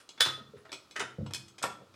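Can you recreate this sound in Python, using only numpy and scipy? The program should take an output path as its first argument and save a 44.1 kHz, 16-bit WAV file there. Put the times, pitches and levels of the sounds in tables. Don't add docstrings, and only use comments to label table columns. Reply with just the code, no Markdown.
import sys
import numpy as np
from scipy import signal
from scipy.fft import rfft, irfft
from scipy.io import wavfile
from scipy.ndimage import uniform_filter1d

SR = 44100
rng = np.random.default_rng(int(sys.argv[2]) if len(sys.argv) > 2 else 0)


def wav_out(sig):
    wavfile.write(sys.argv[1], SR, np.round(np.clip(np.atleast_2d(sig).T, -1, 1) * 32767).astype(np.int16))


def decibels_to_gain(level_db):
    exponent = np.asarray(level_db, float) / 20
    return 10 ** exponent


N = 85995

# t/s, peak level/dB, tilt/(dB per octave), contact/ms
EARLIER_STROKE = [
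    (0.0, -56.5, 1.6, 6.6),
]
PISTON_LANDINGS = [
    (1.307, -47, -1.5, 2.4),
    (1.617, -45, -10, 2),
    (1.625, -33.5, 7.5, 3.95),
    (1.630, -34, -0.5, 1.76),
    (1.638, -25.5, -4, 1.91),
    (1.655, -36, -2.5, 1.8),
]
PIN_TICKS = [(0.090, -45, 1.5, 1.8), (0.718, -40.5, -1, 1.53), (0.727, -37.5, -1, 1.8),
             (0.740, -49, 0.5, 4), (0.910, -49, 0.27, 1.4), (1.336, -30, 2.5, 0.59), (1.345, -35, 2.5, 2.1),
             (1.355, -43, 2, 1.7), (1.262, -45, -5.5, 2.6), (1.481, -54, 3.5, 2.4),
             (1.581, -47.5, -0.5, 3.6), (1.939, -54.5, -5, 2.6)]
HANDLE_CLACKS = [
    (0.176, -50, -6.5, 3.4),
    (0.201, -33, -2.5, 5.7),
    (0.206, -16.5, 0.5, 1.53),
    (0.249, -31, -0.5, 4),
    (0.260, -28, -4, 2.1),
    (0.288, -35, -4, 1.05),
    (0.692, -51.5, -9.5, 2.5),
]
MAST_SWAYS = [
    (0.215, -49, 1, 5.5),
    (1.000, -48, 1, 4),
    (1.645, -51, 0.33, 4.5),
]
FRAME_THUDS = [
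    (0.262, -42, 5, 6),
    (0.400, -47.5, -4.5, 5.4),
    (0.479, -55.5, -11, 4),
    (0.558, -51.5, -15, 5.5),
    (1.182, -31, 5.5, 2.6),
    (1.200, -30.5, 2.5, 9.5),
    (1.305, -50, -16, 5.5),
    (1.690, -54, 4, 9.1),
]
BOX_TAPS = [
    (0.375, -49, 5.5, 2.4),
    (0.534, -46.5, 5.5, 2.5),
    (0.730, -52.5, 8, 6.3),
    (1.800, -51, -9, 8.3),
]
LINK_KNOCKS = [
    (0.565, -60, 1, 6.9),
    (0.651, -51, -1, 4.3),
    (0.957, -44.5, -1, 2.2),
    (0.961, -33, 1, 3),
    (0.987, -44.5, -9, 2.8),
    (0.994, -35, 7.5, 4.1),
    (1.000, -30, -1.5, 3.9),
    (1.021, -36.5, -3.5, 2.3),
]
VALVE_SQUEAKS = [
    (0.572, -73, 1, 10),
]
LEG_FLEXES = [
    (1.005, -48, 11.5, 3.9),
    (1.205, -43, 1, 7.4),
    (1.365, -53, 1.1, 11),
    (1.670, -52, 1.2, 11),
]

# f/Hz in one table, level/dB and t60/s in the other
PISTON_HZ = [580, 760, 974, 1350, 1640, 1836, 3400, 5200, 8800, 9300, 11500]
PISTON_RING = [(-6, 0.048), (-12.5, 0.059), (-2, .1), (3, .07), (-28.5, 0.068), (-0.5, 0.12), (-0.5, 0.21),
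               (-12.5, 0.11), (-5, .1), (-14, .05), (-11.5, 0.044)]
PIN_HZ = [2500, 3400, 4264, 5200, 6300, 7730, 9000]
PIN_RING = [(1, 0.06), (0, 0.1), (-4.5, 0.074), (-1.5, .14), (-4, .05), (-4, 0.055), (-10, .06)]
HANDLE_HZ = [590, 1000, 1269, 1351, 1850, 2630, 3378, 3475, 4007, 4193, 5490, 6018, 8000, 8900]
HANDLE_RING = [(-9.5, 0.085), (-9, .12), (16.5, 0.29), (-5, 0.13), (17.5, 0.057), (5, .15), (-7, .3),
               (27.5, 0.14), (1, .35), (-5, .3), (-4.5, 0.029), (-3, 0.027), (-9, .04), (11.5, 0.073)]
# f/Hz, level/dB, t60/s
MAST_MODES = [(1200, -1, .6), (1324, -2, .8), (1385, 0, .8)]
FRAME_MODES = [(83, -3.5, 0.47), (132.1, 9.5, 0.55), (224, 13.5, 0.099), (340.5, -3.5, 0.35),
               (486, -8, 0.37)]
BOX_MODES = [(400, -7, 0.097), (589, 0, 0.025)]
LINK_MODES = [(593, 6.5, 0.14), (987, 1, 0.1), (1341, 10.5, 0.07), (1620, -11, 0.057), (1850, 15.5, 0.04),
              (2160, -10, 0.16), (2864, 7.5, 0.04), (3645, 4, 0.038), (5440, -1.5, 0.13), (9430, -10, 0.11)]
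VALVE_MODES = [(10000, 0, 0.071)]
LEG_MODES = [(126, 0, .9), (194, -9, .7), (292, -10, .7), (336, -5, .9)]

# f/Hz, level/dB
PISTON_COLOUR = [(47, -43), (80, -22), (718, 0.5), (917, -3), (1370, 5), (2330, -2.5), (8990, -10.5),
                 (16000, -55)]
PIN_COLOUR = [(180, -20), (300, -5.5), (1320, -9), (2030, -13.5), (3350, -2.5), (5340, -4.5), (8500, -16.5),
              (16000, -41)]
HANDLE_COLOUR = [(47, -55), (80, -52), (283, -10), (1170, -11), (1310, -1), (2970, -8.5), (3470, 4),
                 (16000, -29.5)]
FRAME_COLOUR = [(24, -37), (40, -6.5), (102, 11), (219, -2.5), (488, -4.5), (604, -18), (1500, -49),
                (1950, -102), (3300, -120)]
LINK_COLOUR = [(47, -58.5), (80, -29.5), (378, -8), (1200, -9.5), (1340, -4), (2380, -11), (8790, -27.5),
               (16000, -64.5)]

BALANCE = {"handle": (0.61, -1.2, .008), "link": (-3, -1.5, 0.039), "piston": (-3, -2.5, 0.017),
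           "pin": (-2.5, -2.4, 0.014), "frame": (5.6, -9, 0.035), "box": (6.1, -0.43, 0.023),
           "boom": (15, -9.5, 0.0034), "valve": (25, -4, 0.019)}
# f/Hz, t60/s
ROOM_DECAY = [(100, 0.76), (500, 0.38), (2000, 0.37), (6000, 0.33), (14000, 0.27)]
# f/Hz, level/dB
FLOOR_COLOUR = [(15, -41.5), (25, -19.5), (120, -2), (451, -1.5), (840, -8.5), (1330, -0.5), (1610, -14),
                (4140, -12), (16000, -31)]

FLOOR_DB = -65
SPAN = 2 ** 15
ROOM_GAP_S, ROOM_BUILD_S = 0.0034, 0.0058
EARLY_DB, EARLY_T60_S = 9.5, 0.049
SCATTER_DB, GRIT_DB = 2.5, 3
RADIATE_HZ, SOFT_HZ = 75, 700


def curve(table, hz):
    table = np.array(table, float)
    return np.interp(np.log(np.maximum(hz, 1)), np.log(table[:, 0]), table[:, 1])


def causal(db):
    cepstrum = irfft(db * np.log(10) / 20)
    cepstrum[1:len(cepstrum) // 2] *= 2
    cepstrum[len(cepstrum) // 2 + 1:] = 0
    return np.exp(rfft(cepstrum))


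def unit(x):
    return x / np.sqrt(np.sum(x ** 2))


def room():
    t = np.arange(SPAN) / SR
    hz = np.arange(SPAN // 2 + 1) * SR / SPAN
    noise = rfft(rng.standard_normal(SPAN))
    early = decibels_to_gain(EARLY_DB - 60 * t / EARLY_T60_S)
    echoes = 0
    for centre in 40 * 2. ** np.arange(10):
        band = np.cos(np.pi / 2 * np.clip(np.log2((hz + 1) / centre), -1, 1)) ** 2
        late = decibels_to_gain(-60 * t / curve(ROOM_DECAY, centre))
        echoes = echoes + irfft(noise * band) * (late + early)
    return unit(echoes * np.clip((t - ROOM_GAP_S) / ROOM_BUILD_S, 0, 1))


def strike(blows, modes, colour, balance):
    ring_db, room_db, family_width = balance
    t = np.arange(SPAN) / SR
    hz = np.arange(SPAN // 2 + 1) * SR / SPAN
    f, db, t60 = np.array(modes, float).T[:, :, None]
    fade = decibels_to_gain(db - 60 * t / t60) / np.sqrt(t60)
    family = np.vstack([f * (1 + family_width * shift * (0.5 + rng.random(f.shape)))
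                        for shift in (0.045, 0.72, -1, 0.017, -0.447)])
    rings = np.vstack([fade] * 5) * np.sin(2 * np.pi * t * family)
    ring_energy = np.sum(rings ** 2)
    bins = (family[:, 0] * SPAN / SR).astype(int)
    space = 1 + decibels_to_gain(room_db) * rfft(room())
    crack = rfft(unit(irfft(causal(curve(colour, hz)))))
    out = np.zeros(N + SPAN)
    for start, peak_db, tilt_db, ms in blows:
        grit = rng.standard_normal((2, SPAN))
        spread = rng.standard_normal(len(rings))
        k = t / max(ms, 0.1) * 1000
        push = rfft(grit[0] * decibels_to_gain(GRIT_DB * grit[1]) * k * np.exp(-k))
        drive = abs(push[bins]) + 0.25 * abs(push).mean()
        even = np.sqrt(np.mean(abs(push) ** 2)) / drive
        weights = even * decibels_to_gain(SCATTER_DB * spread) * np.sign(spread)
        ring = rfft(weights @ rings) / np.sqrt(ring_energy)
        lean = causal(tilt_db * np.log2((hz + 250) / 2000))
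        blow = irfft(push * lean * (crack + decibels_to_gain(ring_db) * ring) * space)
        peak = np.sqrt(uniform_filter1d(blow ** 2, size=176).max())
        i = int(max(start, 0) * SR)
        out[i:i + SPAN] += blow * decibels_to_gain(peak_db) / peak
    return out[:N]


def soften(x):
    return signal.sosfilt(signal.butter(4, SOFT_HZ, fs=SR, output="sos"), x)


def workshop_floor():
    hz = np.arange(N // 2 + 1) * SR / N
    hiss = irfft(rfft(rng.standard_normal(N)) * decibels_to_gain(curve(FLOOR_COLOUR, hz)), N)
    sway_db = np.interp(np.arange(N), np.linspace(0, N, num=12), rng.standard_normal(12))
    return unit(hiss) * np.sqrt(N) * decibels_to_gain(FLOOR_DB + sway_db)


def piston():
    modes = np.column_stack([PISTON_HZ, PISTON_RING])
    return strike(PISTON_LANDINGS + EARLIER_STROKE, modes, PISTON_COLOUR, BALANCE["piston"])


def pins():
    return strike(PIN_TICKS, np.column_stack([PIN_HZ, PIN_RING]), PIN_COLOUR, BALANCE["pin"])


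def handle():
    modes = np.column_stack([HANDLE_HZ, HANDLE_RING])
    return strike(HANDLE_CLACKS, modes, HANDLE_COLOUR, BALANCE["handle"])


def mast():
    return strike(MAST_SWAYS, MAST_MODES, LINK_COLOUR, BALANCE["boom"])


def frame():
    return soften(strike(FRAME_THUDS, FRAME_MODES, FRAME_COLOUR, BALANCE["frame"]))


def toolbox():
    return strike(BOX_TAPS, BOX_MODES, FRAME_COLOUR, BALANCE["box"])


def linkage():
    return strike(LINK_KNOCKS, LINK_MODES, LINK_COLOUR, BALANCE["link"])


def valve():
    return strike(VALVE_SQUEAKS, VALVE_MODES, PIN_COLOUR, BALANCE["valve"])


def legs():
    return soften(strike(LEG_FLEXES, LEG_MODES, FRAME_COLOUR, BALANCE["boom"]))


def scene():
    hoist = piston() + pins() + handle() + mast() + frame() + toolbox() + linkage() + valve() + legs()
    radiated = signal.sosfilt(signal.butter(4, RADIATE_HZ, "high", fs=SR, output="sos"), hoist)
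    return (radiated + workshop_floor())[None]


def top_cut(x):
    return signal.sosfilt(signal.butter(12, 16340, fs=SR, output="sos"), x)


def record(dry):
    return top_cut(dry)


dry = scene()
out = record(dry)
wav_out(out)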